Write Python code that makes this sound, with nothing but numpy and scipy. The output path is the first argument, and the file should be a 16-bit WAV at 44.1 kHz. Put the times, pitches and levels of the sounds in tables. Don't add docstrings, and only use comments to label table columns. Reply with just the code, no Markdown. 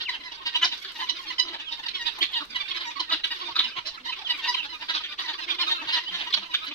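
import sys
import numpy as np
from scipy import signal
from scipy.fft import rfft, irfft, next_fast_len
from scipy.io import wavfile
from scipy.ndimage import map_coordinates

SR = 44100
rng = np.random.default_rng(int(sys.argv[2]) if len(sys.argv) > 2 else 0)


def dump_mix(stems):
    frames = np.atleast_2d(stems).T
    limited = np.clip(frames, -1, 1)
    pcm = np.round(limited * 32767).astype(np.int16)
    wavfile.write(sys.argv[1], SR, pcm)


N = 297234
USUAL_PITCH_HZ = 1005


def undb(db):
    return 10 ** (np.asarray(db) / 20)


def unit(x):
    return x / np.sqrt(np.mean(x ** 2) + 1e-20)


def freqs(x):
    return np.maximum(np.fft.rfftfreq(x.shape[-1], 1 / SR), 1)


def resonate(x, hz, width_hz, order=2):
    f = freqs(x)
    stage = 1 + 1j * (f / hz - hz / f) * hz / width_hz
    return irfft(rfft(x) / stage ** order, len(x))


def colour(x, points):
    hz, db = np.transpose(points)
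    gain = undb(np.interp(np.log(freqs(x)), np.log(hz), db))
    return irfft(rfft(x) * gain, x.shape[-1])


def wander(n, rate_hz):
    at = np.arange(n) * rate_hz / SR
    knots = rng.standard_normal(int(at[-1]) + 3)
    return map_coordinates(knots, [at], order=2, mode="nearest")


def add(out, x, start_s):
    i = max(int(start_s * SR), 0)
    out[:, i:i + x.shape[1]] += x[:, :max(N - i, 0)]


def place(x, pan_db, scatter_db=-8, scatter_s=.005, count=5):
    x = np.pad(x, (0, next_fast_len(len(x) + 2048) - len(x)))
    lag_s = np.interp(pan_db, [-5.5, -3, -1], [.00044, .00016, .00004])
    lag_s = lag_s + .00004 * rng.standard_normal()
    right = irfft(rfft(x) * np.exp(-2j * np.pi * freqs(x) * lag_s), len(x))
    pair = np.array([x, right])
    echoes = np.zeros_like(pair)
    for channel in echoes:
        late_s = np.minimum(.0004 + rng.exponential(scatter_s, count), .03)
        channel[(late_s * SR).astype(int)] = rng.choice([-1, 1], count) / np.sqrt(count)
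    echoes = colour(echoes, [(300, -3), (1000, 4.5), (3500, 3.5), (8000, 7)])
    pair = pair + undb(scatter_db) * irfft(rfft(x) * rfft(echoes), len(x))
    pair *= np.linalg.norm(x) / np.linalg.norm(pair, axis=1, keepdims=True)
    return pair * unit(undb(np.array([[pan_db], [-pan_db]]) / 2))


def air(level_db=-59.5, shared=0.68, sway_hz=4.37):
    # frequency in Hz, relative level in dB.
    air_points = [(20, -3), (50, -3), (100, -13), (200, -11), (1000, -15), (8000, -31), (12000, -43),
                  (16000, -36)]
    noise = rng.standard_normal((2, N)) + shared * rng.standard_normal(N)
    return undb(level_db) * unit(colour(noise, air_points)) * undb(wander(N, sway_hz))


def grove(x, wet_db=-14, t60_s=0.23, first_s=0.00067):
    t = np.arange(int(.7 * SR)) / SR
    onset = 1 - np.exp(-(t / first_s) ** 2)
    tail = rng.standard_normal((2, len(t))) * undb(-60 * t / t60_s) * onset
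    tail = tail / np.linalg.norm(tail, axis=1, keepdims=True)
    tail = colour(tail, [(300, -3), (1000, -5), (3200, 7), (5000, 5.5), (9000, 7)])
    return undb(wet_db) * signal.fftconvolve(x, tail, axes=1)[:, :N]


def trunks(x, echo_db=-16, late_s=(.021, .027)):
    echo = np.array([np.pad(channel, (int(s * SR), 0))[:N] for channel, s in zip(x, late_s)])
    return undb(echo_db) * colour(echo, [(300, -17), (900, -1.5), (4000, 0.5)])


def far_birds(count=170, calls_db=-2, blur_db=-13):
    # time in seconds, chatter level in dB ahead of calls_db and blur_db.
    chatter_rows = [(0, -33.5), (.38, -43.5), (.54, -33.5), (.7, -40.5), (1.07, -37.5), (1.6, -41),
                    (1.92, -38.5), (2.47, -41.5), (2.75, -35), (3.08, -42), (3.49, -34.5), (4.05, -43.5),
                    (4.47, -33), (4.75, -37.5), (5.0, -37), (5.54, -32.5), (5.97, -37), (6.74, -38.5)]
    # frequency in Hz, relative level of the blur in dB.
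    blur_points = [(120, -54), (200, -25), (332, -5.5), (485, -7.5), (748, -39), (980, -6.5), (1200, -4),
                   (1980, -7), (2380, -6.5), (2950, -9.5), (3940, 0), (5970, -13.5), (8120, -63),
                   (11600, -37), (15000, -39)]
    out = np.zeros((2, N))
    draws = rng.random((count, 9))
    for k, (when, long, pitch, glide, arch, rasp, beak, loud, side) in enumerate(draws):
        hz, db = 930 + 380 * pitch, 7 * loud
        call = squawk(0.0223 + 0.031 * long, 0.41, hz, (.78 + 0.2374 * glide) * hz, 0.15 * arch,
                      0.3 + 0.5 * rasp, 2900 + 900 * beak, 2280, db, db - 7.5, db - 10.5, db - 19.5)
        add(out, place(call, 1 - 8 * side, scatter_db=-1), (k + when) / count * N / SR)
    blur = unit(colour(rng.standard_normal((2, N)), blur_points)) * undb(3 * wander(N, 18))
    level = undb(np.interp(np.arange(N) / SR, *np.transpose(chatter_rows)))
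    return level * (undb(calls_db) * unit(out) + undb(blur_db) * blur)


def thuds(hz=110, width_hz=110, decay_s=0.0073, gain_db=-2):
    # start in seconds, level in dB ahead of gain_db.
    thud_rows = [(3.519, -63.5), (3.779, -59), (5.863, -62)]
    out, t = np.zeros((2, N)), np.arange(4096) / SR
    for start_s, db in thud_rows:
        bump = resonate(rng.standard_normal(len(t)) * np.exp(-t / decay_s), hz, width_hz)
        add(out, place(undb(db + gain_db) * unit(bump), 0), start_s)
    return out


def rustle(gain_db=-1, grain_db=4):
    # start in seconds, length in seconds, level in dB ahead of gain_db.
    shuffle_rows = [(0.703, 0.23, -48), (0.91, 0.2, -48.5), (1.16, 0.13, -48.5), (1.7, 0.2, -58),
                    (2.32, 0.15, -49), (2.6, 0.15, -67), (3.273, 0.21, -52), (4.35, .07, -47),
                    (4.677, 0.24, -59), (5.55, .35, -58), (6.078, .26, -54), (6.42, 0.24, -56)]
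    blades = rng.standard_normal((2, N)) * undb(grain_db * wander(N, 500) + 2 * wander(N, 30))
    hiss = unit(colour(blades, [(1000, -3), (5000, 11.5), (9000, -12), (12000, -4), (16000, -16)]))
    t = np.arange(N) / SR
    steps = np.zeros(N)
    for start_s, length_s, db in shuffle_rows:
        steps += undb(db) * np.sin(np.pi * np.clip((t - start_s) / length_s, 0, 1))
    return undb(gain_db) * hiss * steps


def pecks(gain_db=-1, decay_s=0.0015, count=50, faint_db=-60):
    # start in seconds, peak in dB ahead of gain_db and placing.
    peck_rows = [(.918, -34.5), (1.189, -40), (2.134, -42), (2.187, -26), (2.319, -33.5), (2.449, -36),
                 (2.694, -36), (3.246, -38), (3.273, -37.5), (4.06, -40), (4.375, -34), (5.2, -37),
                 (6.647, -32)]
    tick_points = [(300, -12), (1000, 4), (4500, -3), (8000, -11), (12000, -10), (16000, -19)]
    out, t = np.zeros((2, N)), np.arange(1024) / SR
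    faint = [(when * N / SR, faint_db + 10 * size) for when, size in rng.random((count, 2))]
    for start_s, db in list(peck_rows) + faint:
        burst = rng.standard_normal(len(t)) * np.sqrt(t) * np.exp(-t / decay_s)
        tick = colour(burst, tick_points)
        tick = undb(db + gain_db) * tick / np.abs(tick).max()
        add(out, place(tick, -0.41, scatter_db=-4), start_s)
    return out


def murmurs(gain_db=-2, overtone_db=-11, quiver=0.064, sag=0.042):
    # start in seconds, length in seconds, mean pitch in Hz, level in dB ahead of gain_db.
    murmur_rows = [(0.176, 0.06, 288, -57), (0.578, 0.15, 351, -55), (0.84, 0.06, 370, -55.5),
                   (1.084, 0.11, 332, -55), (1.249, 0.078, 319, -55), (1.416, 0.14, 344.6, -48),
                   (2.206, 0.041, 324, -42), (2.406, 0.037, 303, -44.5), (2.461, 0.11, 229, -62),
                   (2.989, 0.048, 325, -50), (3.108, 0.072, 313, -45), (3.414, 0.11, 349.5, -50),
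                   (3.623, 0.088, 235, -57.5), (3.842, 0.068, 630, -51.5), (3.99, 0.087, 258, -56.5),
                   (4.176, 0.086, 833, -47.5), (5.441, 0.13, 332.4, -50), (5.554, 0.23, 353, -49),
                   (5.768, 0.12, 323.5, -51), (6.089, 0.092, 188, -57), (6.348, 0.11, 199, -57.5),
                   (6.67, 0.068, 293.5, -49.5)]
    out = np.zeros((2, N))
    for start_s, length_s, hz, db in murmur_rows:
        u = np.linspace(0, 1, int(length_s * SR))
        pitch_hz = hz * (1 + sag * (.5 - u)) * (1 + quiver * wander(len(u), 125.4))
        phase = 2 * np.pi * np.cumsum(pitch_hz) / SR
        note = np.sin(np.pi * u) * (np.sin(phase) + undb(overtone_db) * np.sin(2 * phase))
        add(out, place(undb(db + gain_db) * unit(note), -0.7, scatter_db=-38), start_s)
    return out


def peeps(gain_db=1, overtone_db=-32):
    # start in seconds, length in seconds, first and last pitch in Hz,
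    # level in dB ahead of gain_db, left minus right in dB.
    peep_rows = [(.052, .026, 3290, 2500, -34, 2), (0.079, 0.017, 2493, 1888, -30.5, 3),
                 (0.119, 0.04, 3586, 2646, -37.5, -4), (1.594, 0.017, 3250, 2440, -40.5, -3),
                 (1.649, 0.059, 3570, 2865, -38, -8.5), (2.206, 0.024, 2900, 3670, -25, -5),
                 (2.269, .08, 3620, 3200, -44, -16), (2.334, 0.031, 4100, 3000, -32, -5),
                 (3.702, 0.07, 3090, 2930, -48, -11), (4.243, .042, 3640, 2805, -33.5, -8),
                 (4.536, 0.017, 3100, 2230, -33.5, 3), (4.567, 0.048, 3450, 2585, -30, -9),
                 (4.616, 0.019, 3330, 2510, -40, -8), (5.485, 0.026, 2500, 2342, -35.5, -4.5),
                 (5.584, 0.017, 2950, 4000, -32, -2.5), (5.615, 0.024, 3500, 2770, -29, -4),
                 (6.052, 0.052, 2800, 3250, -35, -3.5), (6.325, 0.0089, 4490, 2900, -26, 1)]
    out = np.zeros((2, N))
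    for start_s, length_s, hz0, hz1, db, pan_db in peep_rows:
        u = np.linspace(0, 1, int(length_s * SR))
        pitch_hz = hz0 * (hz1 / hz0) ** u * (1 + .007 * wander(len(u), 250))
        phase = 2 * np.pi * np.cumsum(pitch_hz) / SR
        swell = np.sqrt(u * (1 - u)) * (u + .5) * undb(1.2 * wander(len(u), 100))
        note = swell * (np.sin(phase) + undb(overtone_db) * np.sin(2 * phase))
        add(out, place(undb(db + gain_db) * unit(note), pan_db, scatter_db=-17), start_s)
    return out


def squawk(length_s, peak, hz0, hz1, arch, rasp, beak_hz, beak_width_hz,
           beak_db, throat_db, root_db, low_db):
    slow_hz = 323.8
    onset_sharp, settle_s = 0.063, 0.0039
    usual_edge_db, usual_hiss_db, usual_effort_db, hiss_db_per_db = -46, -67, -35.5, 1.09
    n = next_fast_len(int((length_s + 0.0099) * SR))
    t = np.arange(n) / SR
    u, rasp = np.clip(t / (1.08 * length_s), 0, 1), np.clip(rasp, 0, 1)

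    swell = np.interp(u, [0, np.clip(peak, .1, .9), 1], [0, 1, 0])
    hump = np.abs(np.sin(np.pi * u)) * (u < 1)
    body = hump ** (.25 + .25 * rasp)
    push = body * np.exp(1.1 * swell)
    mean_hz = (hz0 + hz1) / 2
    hz = (hz0 + (hz1 - hz0) * u) * (1 + arch * (hump - 2 / np.pi))
    hz = hz * (1 + onset_sharp * np.exp(-t / settle_s))
    jitter = .016 * rasp * wander(n, 150) + (.007 + .055 * rasp ** 2) * wander(n, 800)
    phase = 2 * np.pi * np.cumsum(hz * (1 + jitter)) / SR

    slow = phase / np.round(mean_hz / slow_hz) + .55 * wander(n, 170)
    chop = np.exp(1.8 * rasp ** 1.4 * np.cos(slow) + .25 * rasp * wander(n, 300))
    pulses = np.zeros(n)
    for k in range(1, 14):
        pulses += undb(2.4 * wander(n, 90)) * np.cos(k * phase + 1.1 * rng.standard_normal())
    breath = (.05 + .55 * rasp ** 1.6) * rng.standard_normal(n)
    source = chop * (unit(pulses) + breath)

    bright = colour(source * push, [(1000, 9.5), (2000, 2.5), (2700, 2.5), (3300, -0.5),
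                                    (4600, -2), (5800, 2), (7000, -8.5)])
    beak_open = resonate(bright * swell, beak_hz * 1.04, beak_width_hz, order=3)
    beak_shut = resonate(bright * (1 - swell), beak_hz * .92, beak_width_hz, order=3)
    beak = beak_open + beak_shut
    effort_db = .3 * beak_db + .7 * throat_db - usual_effort_db
    edge = colour(source * body * (swell + 0.3),
                  [(3500, -67), (4900, 6), (5800, 12.5), (7000, -6.5), (9000, -33.5)])
    edge_db = usual_edge_db + effort_db - 25 * np.log10(hz0 / USUAL_PITCH_HZ)
    hiss = colour((source + 0.58 * rng.standard_normal(n)) * push,
                  [(5000, -28), (7500, 1.5), (9500, -7.5), (12000, 3), (15000, -9)])
    hiss_db = usual_hiss_db + hiss_db_per_db * effort_db
    throat_hz = 1647 * np.exp(0.099 * rng.standard_normal())
    throat = resonate(source * push, throat_hz, 790, order=3)
    root = resonate(source * hump ** .8, mean_hz, 400 + 600 * rasp, order=3)
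    low = hump * (np.sin(slow) + 0.35 * np.sin(2 * slow))
    parts = [(beak_db, beak), (edge_db, edge), (hiss_db, hiss),
             (throat_db, throat), (root_db, root), (low_db, low)]
    return sum(undb(db) * unit(part) for db, part in parts)


def near_birds(beak_gain_db=0, throat_gain_db=-2, root_gain_db=-1):
    # start in seconds, nominal length in seconds, mid pitch in Hz, upward bend as a share,
    # rasp 0-1, beak resonance in Hz, beak, throat and fundamental levels in dB ahead of the gains,
    # left minus right in dB.
    call_rows = [(0, 0.028, 936, -0.032, 0.6, 3600, -32.5, -42, -48.5, -3.5),
                 (0.086, 0.018, 975, 0.043, 0.12, 3720, -31, -32, -37, -2),
                 (0.139, 0.025, 956, 0.25, 0.44, 3100, -38, -41.5, -50.5, -3),
                 (0.23, 0.058, 983, 0.1, 0.28, 3900, -43, -40.5, -45.5, -3.5),
                 (0.313, 0.02, 921, 0.13, 0.48, 3560, -39.5, -54, -42.5, -4.5),
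                 (0.393, 0.04, 1069, 0.054, 0.35, 3480, -55, -65, -44.5, -4.5),
                 (0.453, 0.035, 958, -0.032, 0.6, 3600, -27.5, -36.5, -43.5, -3),
                 (0.543, 0.032, 968, 0.0048, 0.34, 3180, -22.5, -32, -33, -2.5),
                 (0.612, 0.038, 1020, -0.039, 0.5, 3100, -21.5, -27.5, -29.5, 0.5),
                 (0.636, 0.029, 1055, -0.1, 0.9, 4280, -23.5, -31, -34.5, -3),
                 (0.711, 0.031, 955, 0.09, 0.6, 3320, -31, -40.5, -47, -2.5),
                 (0.833, 0.037, 1098, 0.086, 0.8, 3820, -38, -41.5, -59, -2),
                 (0.985, 0.037, 902, 0.13, 0.23, 3480, -36.5, -39.5, -37, -1.5),
                 (1.006, 0.046, 993, 0.081, 0.3, 3440, -37, -36, -35, -4.5),
                 (1.087, 0.019, 974, 0.027, 0.3, 3580, -24, -40.5, -37, -7),
                 (1.182, 0.028, 1030, 0.14, 0.2, 3600, -39, -46, -42, -6.5),
                 (1.26, 0.054, 1078, -0.0022, 0.31, 3800, -36.5, -46, -43.5, -6.5),
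                 (1.298, 0.02, 989, 0.078, 0.1, 3420, -36.5, -37, -37, -6),
                 (1.381, 0.031, 993.4, -0.0038, 0.16, 3630, -21, -35.5, -31.5, -6),
                 (1.432, 0.14, 1023, -0.07, 0.98, 3500, -40.5, -48, -45.5, -2.5),
                 (1.528, 0.039, 946, -0.015, 0.94, 3630, -37, -47, -41.5, -2.5),
                 (1.59, .031, 884, -0.13, 0.6, 3060, -38.5, -44.5, -50.5, -3),
                 (1.703, .048, 924, 0.0078, 0.49, 3720, -33.5, -45.5, -44, -4.5),
                 (1.788, 0.018, 859, 0.1, 0.36, 3460, -40, -41.5, -43.5, -2.5),
                 (1.856, 0.019, 913, 0.12, 0.3, 3630, -31.5, -39, -45, -3),
                 (1.879, 0.016, 965, 0.15, .84, 3660, -30.5, -41, -55, -7),
                 (1.933, 0.042, 1098, -0.0055, 0.47, 3300, -31, -48, -46, -5.5),
                 (1.987, 0.054, 946, -0.0057, 0.06, 3680, -37.5, -35.5, -48, -1),
                 (2.053, 0.036, 922, 0.07, 0.46, 3470, -25.5, -38.5, -37.5, -10.5),
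                 (2.172, 0.036, 1022, -0.017, 0.8, 3700, -46, -45, -42, -3.5),
                 (2.212, 0.036, 1176, -0.097, 0.81, 3580, -23.5, -30, -39, -4.5),
                 (2.325, 0.028, 999, 0.096, 0.45, 3500, -31, -42, -38.5, -5),
                 (2.348, 0.043, 924, 0.098, 0.33, 3460, -28, -37.5, -40, -2.5),
                 (2.398, 0.03, 1206, 0.095, 1, 3730, -38.5, -60, -37, -3.5),
                 (2.545, 0.031, 1035, -0.14, 0.32, 3350, -29, -34.5, -37, -4),
                 (2.595, 0.029, 1133, 0.098, 0.32, 3600, -31, -38.5, -40, -6),
                 (2.677, 0.024, 927, -0.016, 0.58, 3520, -34, -46, -53, -10),
                 (2.704, 0.023, 1077, 0.081, 0.61, 3320, -29.5, -51, -46, -5),
                 (2.735, 0.059, 1013, -0.026, 0.6, 3460, -35.5, -42, -45, -3.5),
                 (2.792, 0.041, 977, 0.22, 0.78, 3710, -35.5, -39.5, -42, -4.5),
                 (2.846, 0.058, 955, -0.035, 0, 3630, -43.5, -39.5, -35.5, -4),
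                 (2.952, 0.032, 1137, -0.12, 0, 3920, -43, -50, -34.5, -20),
                 (2.993, 0.023, 992, 0.1, 0.44, 3610, -27, -47, -32.5, -3.5),
                 (3.088, 0.024, 1170, 0.2, 0.5, 3600, -34.5, -39, -35, -5),
                 (3.106, 0.046, 954, 0.087, 0.66, 3570, -23.5, -31.5, -34, -1.5),
                 (3.233, 0.029, 971, 0.0053, 0.63, 3330, -25, -37, -42, -5.5),
                 (3.303, 0.033, 915, 0.13, 0.32, 3520, -30.5, -35.5, -39, -2.5),
                 (3.398, 0.049, 1038, 0.14, 0.72, 3630, -37, -48, -39.5, -5),
                 (3.475, 0.031, 931, 0.0082, 0.52, 3440, -39, -58, -37.5, -2.5),
                 (3.551, 0.031, 1206, 0.17, 0.78, 3840, -27.5, -32.5, -38, -1.5),
                 (3.579, 0.037, 1213, -0.053, 1, 3560, -20.5, -40, -34, -2),
                 (3.623, 0.043, 960, 0.15, 0.36, 3300, -30.5, -47, -41.5, -3.5),
                 (3.752, 0.044, 1020, 0.11, 0.56, 3120, -33.5, -45, -35.5, -4),
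                 (3.853, 0.042, 1006, 0.11, 0.48, 4190, -32.5, -45, -48, -5.5),
                 (3.968, 0.018, 1223, 0.25, 0.15, 3310, -56, -39, -45, -6),
                 (4.048, 0.034, 954, -0.083, 0.15, 3670, -36.5, -37, -40.5, -5),
                 (4.079, 0.031, 973, 0.16, 0, 3420, -32, -45, -39, -2.5),
                 (4.118, 0.027, 1219, 0.19, 0.67, 2980, -32.5, -47, -45, -5.5),
                 (4.288, 0.039, 972, -0.015, 0.33, 3600, -24.5, -32, -38, -2.5),
                 (4.416, 0.062, 912, 0.022, 0.56, 3330, -31, -36.5, -40.5, -1.5),
                 (4.47, 0.045, 981, -0.027, 0.14, 4260, -26.5, -32.5, -29.5, -1.5),
                 (4.539, 0.016, 994, 0.097, 0.14, 3260, -26, -32.5, -38, -2.5),
                 (4.593, 0.017, 937, 0.035, 0, 2970, -42, -56, -41, -22),
                 (4.634, 0.045, 869, -0.038, 0.56, 3860, -43, -42, -48.5, -3.5),
                 (4.712, 0.04, 982, -0.017, 0.41, 3660, -43, -45, -42, -4),
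                 (4.815, 0.023, 970, 0.02, 0.4, 3680, -40.5, -42, -40, -3.5),
                 (4.882, 0.039, 980, 0.022, 0.71, 3500, -28, -33.5, -40, -4),
                 (4.931, .05, 1209, 0.047, 1, 3680, -27.5, -42, -36, -4.5),
                 (5.025, 0.048, 1083, 0.028, 0.92, 3250, -34.5, -43, -55, -2.5),
                 (5.174, 0.047, 1131, -0.014, 0.87, 3770, -33, -39, -40, -4.5),
                 (5.235, 0.027, 970, 0.074, 0, 3900, -47, -37.5, -41.5, -3.5),
                 (5.267, 0.057, 897, 0.11, 0.65, 3500, -32.5, -37.5, -42, -2),
                 (5.342, 0.02, 1165, -0.018, .05, 3850, -41, -46, -45, -4.5),
                 (5.386, 0.06, 987, 0.16, 0.57, 3740, -39, -54, -50, -4.5),
                 (5.485, 0.049, 1166, 0.024, 0.55, 3260, -27, -36.5, -36.5, -5.5),
                 (5.584, 0.055, 990, 0.21, 0.36, 3600, -26.5, -36, -33, -2.5),
                 (5.666, 0.03, 1216, 0.092, .31, 3640, -29.5, -33.5, -37, -3.5),
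                 (5.689, 0.054, 926.5, -0.025, 0.65, 3640, -25, -35, -40.5, -2),
                 (5.74, .046, 1350, 0.03, 0.1, 3620, -39.5, -46, -37, -4.5),
                 (5.812, 0.03, 899, 0.078, 0.78, 3690, -53, -40, -42, -3),
                 (5.869, 0.049, 946, -0.034, 0.64, 3560, -29, -36.5, -39.5, -3),
                 (5.917, 0.044, 1000, 0.062, 0.53, 3680, -24, -31.5, -38.5, -3),
                 (5.952, 0.044, 963, -0.0074, 0.74, 3500, -28, -31.5, -37, -1.5),
                 (6.119, 0.059, 1019, 0.058, 0.97, 3500, -32, -37.5, -42.5, -2.5),
                 (6.181, 0.063, 949, -0.093, 0.86, 3280, -34, -40.5, -42.5, -4.5),
                 (6.26, 0.03, 1000, -0.13, 0.5, 3220, -35, -39.5, -39.5, -2),
                 (6.332, 0.017, 1080, 0.11, 0.5, 3600, -19.5, -31.5, -31, -5),
                 (6.363, 0.028, 895, 0.093, 0.81, 3140, -31.5, -39, -41.5, -3),
                 (6.416, 0.034, 1007, -0.018, 0.86, 3800, -43, -63, -43, -4),
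                 (6.483, 0.054, 999, -0.093, 0.24, 3500, -44, -50, -46, -4.5),
                 (6.536, 0.023, 1138, 0.16, 0.88, 3510, -23, -30, -48, -2.5),
                 (6.659, 0.029, 991, -0.0084, 0.7, 3660, -35.5, -42, -46.5, -3.5),
                 (6.706, 0.024, 1170, 0.048, 0.9, 2930, -36.5, -52, -46, -2)]
    clean_peak, rasp_earlier = 0.54, 0.17
    plain_fall, fall_per_bend = 0.02, 0.48
    usual_width_hz, tightening = 1860, 0.72
    rasp_narrows = 0.18
    usual_low_db, usual_root_db, low_follows, low_db_per_rasp = -60.5, -35, 0.41, 9.5
    out = np.zeros((2, N))
    for start_s, length_s, hz, bend, rasp, beak_hz, beak_db, throat_db, root_db, pan_db in call_rows:
        peak = clean_peak - rasp_earlier * rasp
        fall = plain_fall + fall_per_bend * bend
        width_hz = usual_width_hz * (USUAL_PITCH_HZ / hz) ** tightening / (1 + rasp_narrows * rasp ** 2)
        low_db = usual_low_db + low_follows * (root_db - usual_root_db) + low_db_per_rasp * rasp
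        call = squawk(length_s, peak, hz * (1 + fall / 2), hz * (1 - fall / 2), bend, rasp,
                      beak_hz, width_hz, beak_db + beak_gain_db, throat_db + throat_gain_db,
                      root_db + root_gain_db, low_db)
        add(out, place(call, pan_db), start_s)
    return out


def scene():
    flock = near_birds() + peeps() + murmurs() + pecks()
    return flock + trunks(flock) + grove(flock) + far_birds() + rustle() + thuds() + air()


def record(dry, top_hz=15750):
    return signal.sosfilt(signal.ellip(10, .2, 70, top_hz, fs=SR, output="sos"), dry)


dry = scene()
out = record(dry)
dump_mix(out)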